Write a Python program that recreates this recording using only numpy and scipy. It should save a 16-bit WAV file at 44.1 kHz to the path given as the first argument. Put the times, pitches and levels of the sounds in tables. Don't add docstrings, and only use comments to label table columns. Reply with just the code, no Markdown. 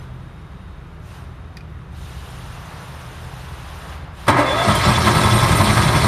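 import sys
import numpy as np
from scipy import signal
from scipy.fft import rfft, irfft
from scipy.io import wavfile
from scipy.ndimage import uniform_filter1d

SR = 44100
rng = np.random.default_rng(int(sys.argv[2]) if len(sys.argv) > 2 else 0)


def to_wav(s):
    ch = np.atleast_2d(s).T
    pcm = np.round(np.clip(ch, -1, 1) * 32767)
    wavfile.write(sys.argv[1], SR, pcm.astype(np.int16))


N = 267687
TIME, BINS = np.arange(N) / SR, np.fft.rfftfreq(N, 1 / SR)

# start_s [s], level_db [dB]
STARTING_KNOCKS = [(4.28, -18.5), (4.358, -21), (4.378, -17.5), (5.06, -20)]
ENGAGE_S = 4.272


def engine(housing, knocks):
    # start_s [s], level_db [dB]
    jingles = [(4.748, -26.5), (4.98, -34), (5.51, -32), (5.565, -27), (5.765, -31), (6.035, -32)]
    shudder = blows([(ENGAGE_S, -14.5)], rise_s=0.011, decay_s=0.078)
    gears = np.hypot(running(full_db=-20, slow_db=-3), shudder)
    valves = running(full_db=-25, slow_db=-11.5)

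    dull = 1 / np.sqrt(1 + (BINS / 2500) ** 6)
    fine = 1 / np.sqrt(1 + (8200 / (BINS + 1)) ** 24)
    bright = np.sqrt((1 - dull ** 2) * (1 - fine ** 2))
    gear_hits = gears * amp(0.23 * drift(hz=35)) * impacts(per_s=4000, spread_db=-2.5)
    clatter = ring(gear_hits, housing * dull)
    valve_hits = valves * amp(1.36 * drift(hz=39.4)) * impacts(per_s=16000, spread_db=1.4)
    rattle = ring(valve_hits, housing * bright)

    uneven = running(full_db=-35, slow_db=-15.5) * amp(1.7 * drift(hz=5.4))
    shaking = np.hypot(uneven, blows(jingles, rise_s=0.0032, decay_s=0.016))
    chatter = ring(shaking * impacts(per_s=16000, spread_db=-1.0), housing * fine)

    knock_level = blows(STARTING_KNOCKS + knocks, rise_s=0.017, decay_s=0.023)
    knock_hits = knock_level * impacts(per_s=11000, spread_db=0.0)
    knock_tone = colour([(250, -9), (1000, 1.5), (2500, 0), (5000, -1.5), (10000, -1.5)])
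    knock = ring(knock_hits, housing * knock_tone)
    return clatter + knock + patchy(rattle + chatter, depth_db=2)


def firings():
    catch_s, beat_s = 4.672, .0868
    lag_s, settle_strokes = 0.051, 3.3
    stroke = np.arange(int((N / SR - catch_s - lag_s) / beat_s) + 1)
    age = stroke * beat_s + lag_s * (1 - np.exp(-stroke / settle_strokes))
    weak = stroke % 2
    cold = np.exp(-age / .6)
    joining = np.exp(-age / 0.2)
    scatter_db = .8 * rng.standard_normal((len(stroke), 2))
    knock_db = -18 + 3 * cold + weak * (0.5 - 21 * cold) + scatter_db[:, 0]
    thud_db = -14 - 19 * weak * joining + scatter_db[:, 1]
    start_s = catch_s + age
    thud_lead_s = .005
    return list(zip(start_s, knock_db)), list(zip(start_s - thud_lead_s, thud_db))


def running(full_db, slow_db):
    spin_up = ramp(4.29, 0.57)
    return ramp(ENGAGE_S, .015) * amp(full_db + slow_db * (1 - spin_up))


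def steel_housing():
    # pitch_hz [Hz], level_db [dB per Hz]
    steel = [(230, 1.5), (480, -5), (900, -6.5), (1400, -4.5), (2200, -7), (2900, -15.5), (4300, -17),
             (5500, -18.5), (5900, -22.5), (7800, -25), (8400, -22), (9300, -18), (9900, -24),
             (14000, -33.5)]
    # pitch_hz [Hz], width_hz [Hz], level_db [dB above the broad colour]
    panels = [(291, 26, 5), (357, 60, 7), (416, 24, 6), (537, 60, 6), (600, 33, 11), (665, 43, 9),
              (689, 23, 7), (749, 60, 9), (831, 25, 9), (893, 50, 10), (953, 60, 12), (1060, 60, 14),
              (1154, 60, 9), (1225, 31, 9), (1265, 60, 10), (1311, 35, 10), (1620, 60, 7), (1652, 15, 9),
              (1983, 60, 5), (2132, 60, 3), (3175, 32, 11), (3451, 42, 14), (3730, 35, 6), (3914, 60, 10),
              (3965, 21, 9), (4122, 60, 5), (4351, 60, 6), (5553, 60, 4), (8529, 34, 11), (11390, 37, 7)]
    bass_cut = np.sqrt(1 + (190 / (BINS + 1)) ** 8)
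    return colour(steel) * np.sqrt(1 + mode_power(panels)) / bass_cut


def exhaust(thuds):
    # [dB, relative]
    boom_tones = [(46, 9, -12), (60, 11, -9), (86, 20, -4), (117, 22, 0), (160, 15, -3), (208, 12, -5),
                  (300, 140, -27)]
    # start_s [s], level_db [dB]
    heavy_thuds = [(4.848, -17), (5.305, -13.5)]
    boom = signal.hilbert(ring(noise(), np.sqrt(mode_power(boom_tones))))
    boom_power = uniform_filter1d(abs(boom) ** 2, size=1400) / 2
    even = boom.real / np.sqrt(boom_power)
    puffs = blows(heavy_thuds + thuds, rise_s=0.018, decay_s=.038)
    return even * np.hypot(puffs, running(full_db=-22.5, slow_db=-12))


def starter(housing):
    # start_s [s], level_db [dB]
    pinion = [(4.265, -25), (4.277, -10), (4.294, -15)]
    # start_s [s], mesh_hz [Hz], level_db [dB, before the final 7 dB cut]
    motor = [(4.3, 585.7, -33), (4.425, 589.7, -29.5), (4.455, 520.3, -27.5), (4.56, 636, -26),
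             (4.62, 697, -26.5), (4.71, 663, -29), (4.85, 608, -36)]
    # [dB, relative]
    mesh = [(.5, -5), (1, 1.5), (1.5, -2), (2, -7.5), (3, -5), (3.5, -2.5), (4, -2), (5, -1), (6, -18)]
    hits = blows(pinion, rise_s=0.007, decay_s=0.0071) * impacts(per_s=5700, spread_db=2.5)
    crash = ring(hits, housing * colour([(200, 4.9), (2000, 9.2), (12000, 10.6)]))
    jolt_turns = np.cumsum(131 + 16 * drift(hz=29.2)) / SR
    jolt = amp(-5) * blows(pinion, rise_s=0.0041, decay_s=0.08) * np.sin(2 * np.pi * jolt_turns)

    mesh_hz, motor_db = curves(motor)
    load = amp(-5) * blows(STARTING_KNOCKS, rise_s=0.016, decay_s=0.014)
    cranking = held(ENGAGE_S, .59, rise_s=0.017, fall_s=.015)
    effort = cranking * np.hypot(amp(motor_db), load)
    strained_db, freed_db = 2, -23
    half_order_db = strained_db + (freed_db - strained_db) * ramp(4.41, 0.22)
    turns = np.cumsum(mesh_hz * (1 + 0.04 * drift(hz=161.6))) / SR
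    whine = np.zeros(N)
    for multiple, partial_db in mesh:
        is_half_order = multiple % 1 > 0
        level = amp(partial_db + half_order_db * is_half_order)
        whine += level * (1 + 0.53 * drift(hz=90.5)) * np.sin(2 * np.pi * multiple * turns)
    return crash + jolt + ring(amp(-7) * effort * whine, housing)


def ringing_notes():
    # start_s [s], pitch_hz [Hz], length_s [s], level_db [dB]
    notes = [(4.427, 3470, 0.16, -27), (4.553, 3460, 0.12, -26), (4.733, 3180, 0.078, -33),
             (5.313, 8600, 0.082, -28.5), (5.316, 11300, 0.078, -38), (5.547, 8950, 0.026, -31)]
    out, wobble = np.zeros(N), drift(hz=156)
    for start_s, pitch_hz, length_s, level_db in notes:
        swell = np.sin(np.pi * np.clip((TIME - start_s) / length_s, 0, 1)) ** 2
        turns = np.cumsum(pitch_hz + 45 * wobble) / SR
        out += amp(level_db) * swell * np.sqrt(2) * np.sin(2 * np.pi * turns)
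    return out * (1 + 0.13 * drift(hz=120))


def key():
    # start_s [s], level_db [dB]
    clicks = [(1.5695, -30), (1.572, -38), (1.607, -43)]
    # [dB per Hz, relative]
    lock = [(1000, -36), (1900, 4), (2350, 0), (3000, -6), (4800, -3), (7500, -19), (9500, -16),
            (14000, -21)]
    # pitch_hz [Hz], width_hz [Hz], level_db [dB above the broad colour]
    barrel = [(2465, 130, 15.5), (3750, 130, 3), (4780, 120, 8.5)]
    snap = blows(clicks, rise_s=.0004, decay_s=0.0022)
    tail = amp(-18) * blows(clicks, rise_s=.003, decay_s=.018)
    return ring((snap + tail) * noise(), colour(lock) * np.sqrt(1 + mode_power(barrel)))


def yard():
    # [dB, before the final 2 dB cut]
    hum_tones = [(41.5, -47), (56, -51), (62.4, -41), (78, -40), (82.2, -44.5), (125.6, -42.5), (157, -47),
                 (164.5, -58.5), (186, -54.5), (250.5, -60.5), (997, -69), (1079, -69), (3731, -69.5)]
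    # [dB per Hz, relative]
    air_colour = [(22, -44), (40, -12), (75, -3), (130, -1), (170, -4), (230, -16), (400, -16), (520, -21),
                  (1300, -21), (2200, -29.5), (3600, -37), (5500, -49), (8000, -56), (14000, -74)]
    roar_colour = [(200, -16.5), (450, -5.5), (800, -1.5), (1100, -1), (1700, -6.5), (2500, -13),
                   (5000, -23), (14000, -73)]
    hiss_colour = [(500, -6), (1500, 4), (2200, -3), (2700, 5), (3200, 3), (3750, 3.5), (4400, -2),
                   (6800, -4.5), (7900, -11.5), (8600, -3.5), (10000, -6), (11500, -7.5), (14000, -13.5)]
    hum = np.zeros(N)
    for pitch_hz, level_db in hum_tones:
        turns = np.cumsum(pitch_hz + 0.56 * drift(hz=3.0)) / SR + rng.random()
        waver = 1 + 0.42 * drift(hz=2.8)
        hum += amp(level_db) * waver * np.sqrt(2) * np.sin(2 * np.pi * turns)
    roar_level, hiss_level = far_work()
    air = amp(-39) * ring(noise(), colour(air_colour))
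    roar = ring(roar_level * noise(), colour(roar_colour))
    hiss = ring(hiss_level * patchy(noise(), depth_db=2.0), colour(hiss_colour))
    return amp(-2) * hum + air + roar + hiss


def far_work():
    # start_s [s], length_s [s], hiss_db [dB], roar_db [dB once built up]
    bursts = [(-.4, 0.39, -55, -40.5), (0.99, .18, -51, -38.5), (1.885, 2.045, -47, -41.5),
              (4.1, 2, -46.5, -34)]
    # start_s [s], level_db [dB]
    surges = [(2.55, -44), (3.74, -41)]
    roar = amp(-56.5) ** 2 + blows(surges, rise_s=0.14, decay_s=0.3) ** 2
    hiss = amp(-62.5) ** 2
    for start_s, length_s, hiss_db, roar_db in bursts:
        build = 1 - np.exp(-np.maximum(TIME - start_s, 0) / 0.31)
        roar_shape = build * held(start_s, length_s, rise_s=0.076, fall_s=0.079)
        hiss_shape = held(start_s, length_s, rise_s=0.076, fall_s=0.081)
        roar = roar + (amp(roar_db) * roar_shape) ** 2
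        hiss = hiss + (amp(hiss_db) * hiss_shape) ** 2
    return np.sqrt(roar), np.sqrt(hiss) * amp(.6 * drift(hz=1.7))


def amp(db):
    return 10 ** (np.asarray(db) / 20)


def unit(x):
    return x / np.sqrt(np.mean(x ** 2) + 1e-20)


def colour(points):
    hz, db = np.transpose(points)
    return amp(np.interp(np.log(BINS + 1), np.log(hz), db))


def curves(rows):
    start_s, *columns = np.transpose(rows)
    return [np.interp(TIME, start_s, column) for column in columns]


def mode_power(modes):
    power = 0
    for pitch_hz, width_hz, level_db in modes:
        detune = 2 * (BINS - pitch_hz) / width_hz
        power = power + amp(level_db) ** 2 / (1 + detune ** 2) ** 2
    return power


def ring(x, gain):
    log_gain = np.log(np.maximum(unit(gain), 1e-5))
    cepstrum = irfft(log_gain, N)[:N // 2]
    cepstrum[1:] *= 2
    response = irfft(np.exp(rfft(cepstrum, N)), N)[:SR // 2]
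    return signal.oaconvolve(x, response)[:N]


def noise():
    return rng.standard_normal(N)


def drift(hz):
    return unit(irfft(rfft(noise()) * np.exp(-(BINS / hz) ** 2), N))


def impacts(per_s, spread_db):
    size = amp(spread_db * np.minimum(rng.exponential(1, N), 4))
    struck = rng.random(N) < per_s / SR
    return unit(noise() * size * struck)


def blows(rows, rise_s, decay_s):
    power = np.zeros(N)
    for start_s, level_db in rows:
        age = np.maximum(TIME - start_s, 0)
        shape = (1 - np.exp(-(age / rise_s) ** 2)) * np.exp(-age / decay_s)
        power += (amp(level_db) * shape / (shape.max() + 1e-9)) ** 2
    return np.sqrt(power)


def ramp(start_s, length_s):
    return np.sin(np.pi / 2 * np.clip((TIME - start_s) / length_s, 0, 1)) ** 2


def held(start_s, length_s, rise_s, fall_s):
    age = np.maximum(TIME - start_s, 0)
    rise = 1 - np.exp(-(age / rise_s) ** 2)
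    return rise * np.exp(-np.maximum(age - length_s, 0) / fall_s)


def patchy(x, depth_db):
    z = signal.stft(x, nperseg=512, noverlap=384)[2]
    field = uniform_filter1d(rng.standard_normal(z.shape), size=9, axis=0)
    field = uniform_filter1d(field, size=7, axis=1)
    z = z * amp(depth_db * np.clip(unit(field), -2, 2))
    return signal.istft(z, nperseg=512, noverlap=384)[1][:N]


def diffuse(x):
    z = signal.stft(x, nperseg=256)[2]
    scrambled = z * np.exp(2j * np.pi * rng.random(z.shape))
    return np.sqrt(2) * signal.istft(scrambled, nperseg=256)[1][:N]


def scene():
    # [dB, side over middle]
    width = [(2800, -77), (3500, -74), (5500, -14.5), (9000, -7.5), (13000, -5)]
    housing = steel_housing()
    knocks, thuds = firings()
    machine = engine(housing, knocks) + exhaust(thuds) + starter(housing) + ringing_notes()
    mid = machine + key() + yard()
    side = irfft(rfft(diffuse(mid)) * colour(width), N)
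    return np.array([mid + side, mid - side])


def record(dry):
    lean = irfft(rfft(dry) / np.sqrt(1 + (33 / (BINS + 1)) ** 10), N)
    rounded = lean / (1 + (lean / .92) ** 6) ** (1 / 6)
    treble_edge = signal.firwin(511, 14300, window=("kaiser", 9), fs=SR)
    return signal.oaconvolve(rounded, treble_edge[None], "same")


dry = scene()
out = record(dry)
to_wav(out)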